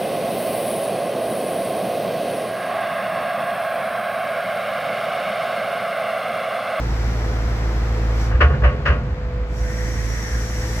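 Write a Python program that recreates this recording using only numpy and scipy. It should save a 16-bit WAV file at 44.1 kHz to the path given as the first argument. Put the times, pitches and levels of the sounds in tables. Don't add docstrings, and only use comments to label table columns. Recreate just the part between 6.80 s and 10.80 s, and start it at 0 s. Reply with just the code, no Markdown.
import sys
import numpy as np
from scipy import signal
from scipy.fft import rfft, irfft, next_fast_len
from scipy.io import wavfile
from scipy.ndimage import uniform_filter1d, minimum_filter1d, map_coordinates

SR = 44100
rng = np.random.default_rng(int(sys.argv[2]) if len(sys.argv) > 2 else 0)


def waveform_to_disk(signal):
    frames = np.transpose(np.atleast_2d(signal))
    scaled = np.clip(frames, -1, 1) * 32767
    samples = np.round(scaled).astype(np.int16)
    wavfile.write(sys.argv[1], SR, samples)


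N = 176400

# time in seconds, firing rate in Hz.
FIRING_RATE = [(0, 56.03), (.5, 56.02), (1.25, 55.44), (1.6, 56.4), (1.95, 55.83), (2.3, 55.14),
               (2.65, 55.1), (2.93, 55.7), (3.3, 55.37), (3.6, 55.7), (4, 55.75)]
# multiple of the firing rate, relative level in dB.
EXHAUST_PARTIALS = [(.5, -28.5), (1, 0), (1.5, -33), (2, -8.5), (3, -21.5), (4, -22.5), (5, -35),
                    (6, -22.5)]
PUMP_PARTIALS = [(9, -0.5), (10, -15), (12, -14.5)]
# time in seconds, level in dB.
DRONE_LEVEL = [(0, -22.5), (.8, -21.5), (1.45, -19), (1.75, -24), (1.98, -30), (2.38, -25), (2.5, -28),
               (2.62, -24), (2.71, -31), (2.82, -22.5), (2.93, -26), (3.1, -22.5), (3.32, -24),
               (3.46, -27.5), (3.56, -21.5), (3.7, -26), (3.85, -22), (4, -25)]
CLATTER_LEVEL = [(0, -32), (1.4, -32), (1.8, -34.5), (2.35, -37.5), (2.7, -37.5), (3, -36.5), (4, -35)]
RUMBLE_LEVEL = [(0, -27.5), (1.35, -33.5), (2.1, -27), (2.4, -29), (2.8, -29.5), (4, -31)]
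WHINE_LEVEL = [(0, -44.5), (.6, -40.5), (1.0, -42.5), (1.25, -35), (1.42, -46), (1.9, -34), (2.3, -41),
               (2.5, -37), (3.1, -37.5), (3.4, -44.5), (4, -40)]
LOWERING_LEVEL = [(0, -42), (.3, -40.5), (1.34, -44), (1.40, -38), (1.455, -38.5), (1.51, -46.5),
                  (1.65, -94)]
WHISTLE_LEVEL = [(1.3, -73), (1.44, -50), (1.52, -79), (2.65, -85), (2.78, -49), (3.1, -43), (3.45, -40.5),
                 (4, -43.5)]
SHUDDER_LEVEL = [(1.35, -37.5), (1.5, -30.5), (1.68, -23.5), (1.8, -22.5), (1.95, -24.5), (2.1, -24),
                 (2.25, -27.5), (2.45, -44)]
LIFTING_LEVEL = [(2.6, -88), (2.71, -55.5), (2.77, -48), (2.95, -43.5), (3.35, -41), (3.7, -40.5), (4, -38)]
RASP_LEVEL = [(2.6, -96), (2.8, -45), (2.9, -38.5), (3.36, -38), (3.44, -35.5), (3.56, -35), (3.65, -40),
              (4, -37.5)]
# frequency in Hz, relative level in dB.
CLATTER_SPECTRUM = [(150, -20), (250, -1.5), (330, -4), (380, -8), (435, 0.5), (475, -6), (560, -7.5),
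                    (660, -6), (790, -9), (930, -9.5), (1300, -9.5), (2100, -12.5), (2800, -21),
                    (4500, -26), (7500, -37), (8700, -49), (15000, -47)]
RUMBLE_SPECTRUM = [(15, -13), (30, 4), (42, 12.5), (70, 17.5), (90, 4.5), (125, 6.5), (180, 4.5),
                   (280, -11), (450, -37.5)]
LOWERING_SPECTRUM = [(800, 8.5), (2000, 6.5), (3000, -0.5), (4800, 3), (5800, 5.5), (6600, -3), (7600, -3),
                     (8600, -14), (12000, -9.5), (15500, -16)]
SHUDDER_SPECTRUM = [(35, -29), (55, -2.5), (72, 4), (90, -9), (108, 2.5), (135, 9), (160, -6.5), (250, -10),
                    (350, -47)]
RATTLE_SPECTRUM = [(150, -41.5), (350, -8.5), (530, -3.5), (800, -11.5), (1200, -2.5), (1650, -3),
                   (2200, -9.5), (2850, -9.5), (3500, -26), (5500, -33.5), (7500, -49), (9500, -68.5),
                   (15000, -69.5)]
LIFTING_SPECTRUM = [(1500, -7), (2800, -5.5), (4300, -5), (5900, -2), (7000, -6.5), (7600, -4), (8600, -16),
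                    (11000, -11), (15500, -17.5)]
# centre in Hz, width in Hz, relative level in dB.
VALVE_RESONANCES = [(4820, 120, -12), (5620, 115, 0), (5890, 200, -7), (6180, 100, -9), (6620, 150, -9)]
# start in seconds, level in dB, rattle's 60 dB decay time in seconds,
# rattle's tilt in dB per octave, frequency the contact favours in Hz.
IMPACTS = [(1.512, -27, .14, -5, 1500), (1.545, -29, .14, -10, 1100), (1.604, -12.5, .14, 0, 1650),
           (1.610, -10, .16, -1, 1300), (1.700, -26, .2, -8, 1150), (1.733, -24.5, .17, -7, 1150),
           (1.819, -26, .2, -7, 1100), (1.835, -17.5, .28, -2, 1050), (2.053, -16.5, .3, 1.5, 1550),
           (2.092, -24, .25, -8, 1200)]
# frequency in Hz, relative level in dB, free 60 dB decay time in seconds.
BUCKET_MODES = [(415, -14, 1.8), (460, -9, .3), (508, -9, .4), (589, -1, .38), (704, -11, .6),
                (1110, -4, .4), (1218, -1, .25), (1422, -2, .32), (1503, 0, .16), (1587, -2, .22),
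                (1650, -2, .15), (1722, -4, .2), (1775, -3, .22), (1914, -4, .24), (2480, -10, .28),
                (2730, -8, .22), (2900, -10, .3)]
# peak time in seconds, level in dB, pitch in Hz, swell time in seconds.
JOLTS = [(1.554, -10.5, 64, 0.013), (1.656, -10, 71.4, 0.049), (1.866, -9, 62.5, 0.039),
         (2.107, -10.5, 67, 0.018), (2.188, -20.5, 60, 0.046), (2.33, -16.5, 63.24, 0.015)]
# time in seconds, centre in Hz.
RASP_CENTRE = [(2.85, 1808), (3.15, 1900), (3.45, 1860), (3.56, 1677), (3.7, 1843)]
# frequency in Hz, correlation coefficient.
COHERENCE = [(50, 0.99), (250, 0.97), (600, 0.73), (1500, 0.28), (4000, 0.37), (8000, 0.45), (15000, 0.22)]
# time in seconds, left minus right level in dB.
DRONE_BALANCE = [(0, 0), (2.5, 0), (2.9, -1.8), (3.3, -2.8), (3.65, .4)]
# frequency in Hz, left minus right level in dB.
MACHINE_BALANCE = [(60, -0.5), (300, -0.5), (1000, 0), (2200, 1.5), (4500, 0.5), (8000, 3), (15000, -2.5)]
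# frequency in Hz, 60 dB decay time in seconds.
YARD_DECAY = [(200, 1), (1500, 0.2), (4000, 0.2), (10000, 0.13)]

TIME = np.arange(N) / SR
SIDES = np.array([[.5], [-.5]])


def amp(db):
    return 10 ** (np.asarray(db) / 20)


def unit(x):
    return x / np.sqrt(np.mean(x ** 2) + 1e-20)


def along(points, hz):
    f, v = np.transpose(points)
    return np.interp(np.log(hz + 1), np.log(f + 1), v)


def curve(rows):
    return np.interp(TIME, *np.transpose(rows))


def wobble(rate):
    coarse = np.arange(0, N + 64, 64)
    spline = map_coordinates(rng.standard_normal(512), [coarse * rate / SR], mode="wrap")
    return np.interp(np.arange(N), coarse, spline)


def filtered(x, response):
    size = next_fast_len(N + SR // 2)
    return irfft(rfft(x, size) * response(np.fft.rfftfreq(size, 1 / SR)), size)[..., :N]


def noise(spectrum, tilt_db=0):
    def response(hz):
        spread = np.arccos(np.clip(along(COHERENCE, hz), -1, 1)) / 2
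        db = along(spectrum, hz) + tilt_db * np.log2(np.maximum(hz / 1000, .5))
        rolloff = np.maximum(hz / spectrum[-1][0], 1) ** 5
        return amp(db) / rolloff * [np.cos(spread), np.sin(spread)]
    mid, side = filtered(rng.standard_normal((2, N)), response)
    return unit(np.array([mid + side, mid - side]))


def tones(phase, partials, waver_db, rate):
    return -np.sqrt(2) * sum(amp(db + waver_db * wobble(rate)) * np.cos(k * phase) for k, db in partials)


def exhaust_drone(phase):
    level_db = curve(DRONE_LEVEL) + curve(DRONE_BALANCE) * SIDES
    return amp(level_db) * tones(phase, EXHAUST_PARTIALS, waver_db=-.1, rate=49)


def engine_knock(phase):
    cycle = rng.standard_normal(3000)
    position = phase / (8 * np.pi) % 1 * len(cycle)
    ticks = map_coordinates(cycle, [position], order=1, mode="wrap")
    return unit(filtered(ticks, lambda hz: amp(along(CLATTER_SPECTRUM, hz)) / (1 + (hz / 1800) ** 4)))


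def engine_clatter(phase, firing_depth=.06, knock_db=-8.5):
    pulsing = noise(CLATTER_SPECTRUM) * (1 + firing_depth * np.cos(phase))
    return amp(curve(CLATTER_LEVEL)) * unit(pulsing + amp(knock_db) * engine_knock(phase))


def chassis_rumble():
    return amp(curve(RUMBLE_LEVEL)) * noise(RUMBLE_SPECTRUM)


def pump_whine(phase):
    return amp(curve(WHINE_LEVEL)) * tones(phase, PUMP_PARTIALS, waver_db=2.4, rate=19)


def valve_hiss(level, spectrum):
    return amp(curve(level)) * noise(spectrum)


def valve_whistle():
    def response(hz):
        return sum(amp(db) / (1 + (2 * (hz - centre) / width) ** 2)
                   for centre, width, db in VALVE_RESONANCES)
    envelope = amp(curve(WHISTLE_LEVEL) + wobble(5.5))
    return envelope * unit(filtered(rng.standard_normal((2, N)), response))


def frame_shudder():
    return amp(curve(SHUDDER_LEVEL)) * noise(SHUDDER_SPECTRUM)


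def plate_ring(age, contact_hz, decay_s, contact_db=4, contact_octaves=.3, free_decay_s=.22):
    ring = np.zeros(N)
    for hz, db, t60 in BUCKET_MODES:
        favoured_db = contact_db * np.exp(-(np.log2(hz / contact_hz) / contact_octaves) ** 2)
        fade_db = -60 * age / (t60 * decay_s / free_decay_s)
        turns = hz * age + rng.random() + .08 * wobble(30)
        waver_db = 2.2 * wobble(30)
        ring += amp(db + favoured_db + fade_db + waver_db) * np.sin(2 * np.pi * turns)
    return ring


def bucket_clanks(attack_s=.005, ring_db=-9, rattle_db=1):
    out = np.zeros((2, N))
    for start, db, decay_s, tilt_db, contact_hz in IMPACTS:
        age = np.maximum(TIME - start, 0)
        attack = 1 - np.exp(-age / attack_s)
        rattle = noise(RATTLE_SPECTRUM, tilt_db) * amp(rattle_db - 60 * age / decay_s)
        ring = amp(ring_db) * plate_ring(age, contact_hz, decay_s)
        out += amp(db) * attack * (ring + rattle)
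    return out


def rocking_booms():
    out = np.zeros(N)
    for peak_s, db, hz, swell_s in JOLTS:
        t = TIME - peak_s
        out += amp(db) * np.sqrt(2) * np.exp(-(t / swell_s) ** 2) * np.cos(2 * np.pi * hz * t)
    return out


def pump_rasp(width_hz=640):
    source = rng.standard_normal((2, N)) + rng.standard_normal(N)
    band = filtered(source, lambda hz: 1 / (1 + (2 * hz / width_hz) ** 2) / (1 + (hz / 900) ** 4))
    carrier = np.cos(2 * np.pi * np.cumsum(curve(RASP_CENTRE)) / SR)
    return amp(curve(RASP_LEVEL) + wobble(20)) * unit(band * carrier)


def yard_echo(x):
    hz, t, spectra = signal.stft(rng.standard_normal((2, SR // 2)), SR, nperseg=256)
    decay = amp(-60 * t / along(YARD_DECAY, hz)[:, None])
    tail = signal.istft(spectra * decay, SR, nperseg=256)[1]
    return signal.fftconvolve(x, tail / np.linalg.norm(tail[0]), axes=1)[:, :N]


def scene(speed_jitter=.0053, left_lead_s=.00012, echo_db=-21):
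    firing_hz = curve(FIRING_RATE) * (1 + speed_jitter * wobble(20))
    phase = 2 * np.pi * np.cumsum(firing_hz) / SR
    clanks = bucket_clanks()
    engine = exhaust_drone(phase) + engine_clatter(phase) + chassis_rumble()
    hydraulics = pump_whine(phase) + valve_hiss(LOWERING_LEVEL, LOWERING_SPECTRUM)
    hydraulics += valve_hiss(LIFTING_LEVEL, LIFTING_SPECTRUM) + valve_whistle() + pump_rasp()
    machine = engine + hydraulics + frame_shudder() + clanks + rocking_booms()

    def placement(hz):
        return amp(SIDES * along(MACHINE_BALANCE, hz)) * np.exp(2j * np.pi * hz * SIDES * left_lead_s)
    return filtered(machine, placement) + amp(echo_db) * yard_echo(clanks)


def record(dry, ceiling=.93, limiter_s=.006, top_hz=15400):
    width = int(limiter_s * SR)
    needed = ceiling / np.maximum(np.abs(dry).max(axis=0), ceiling)
    gain = uniform_filter1d(minimum_filter1d(needed, 2 * width), width)
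    return filtered(dry * gain, lambda hz: hz < top_hz)


dry = scene()
out = record(dry)
waveform_to_disk(out)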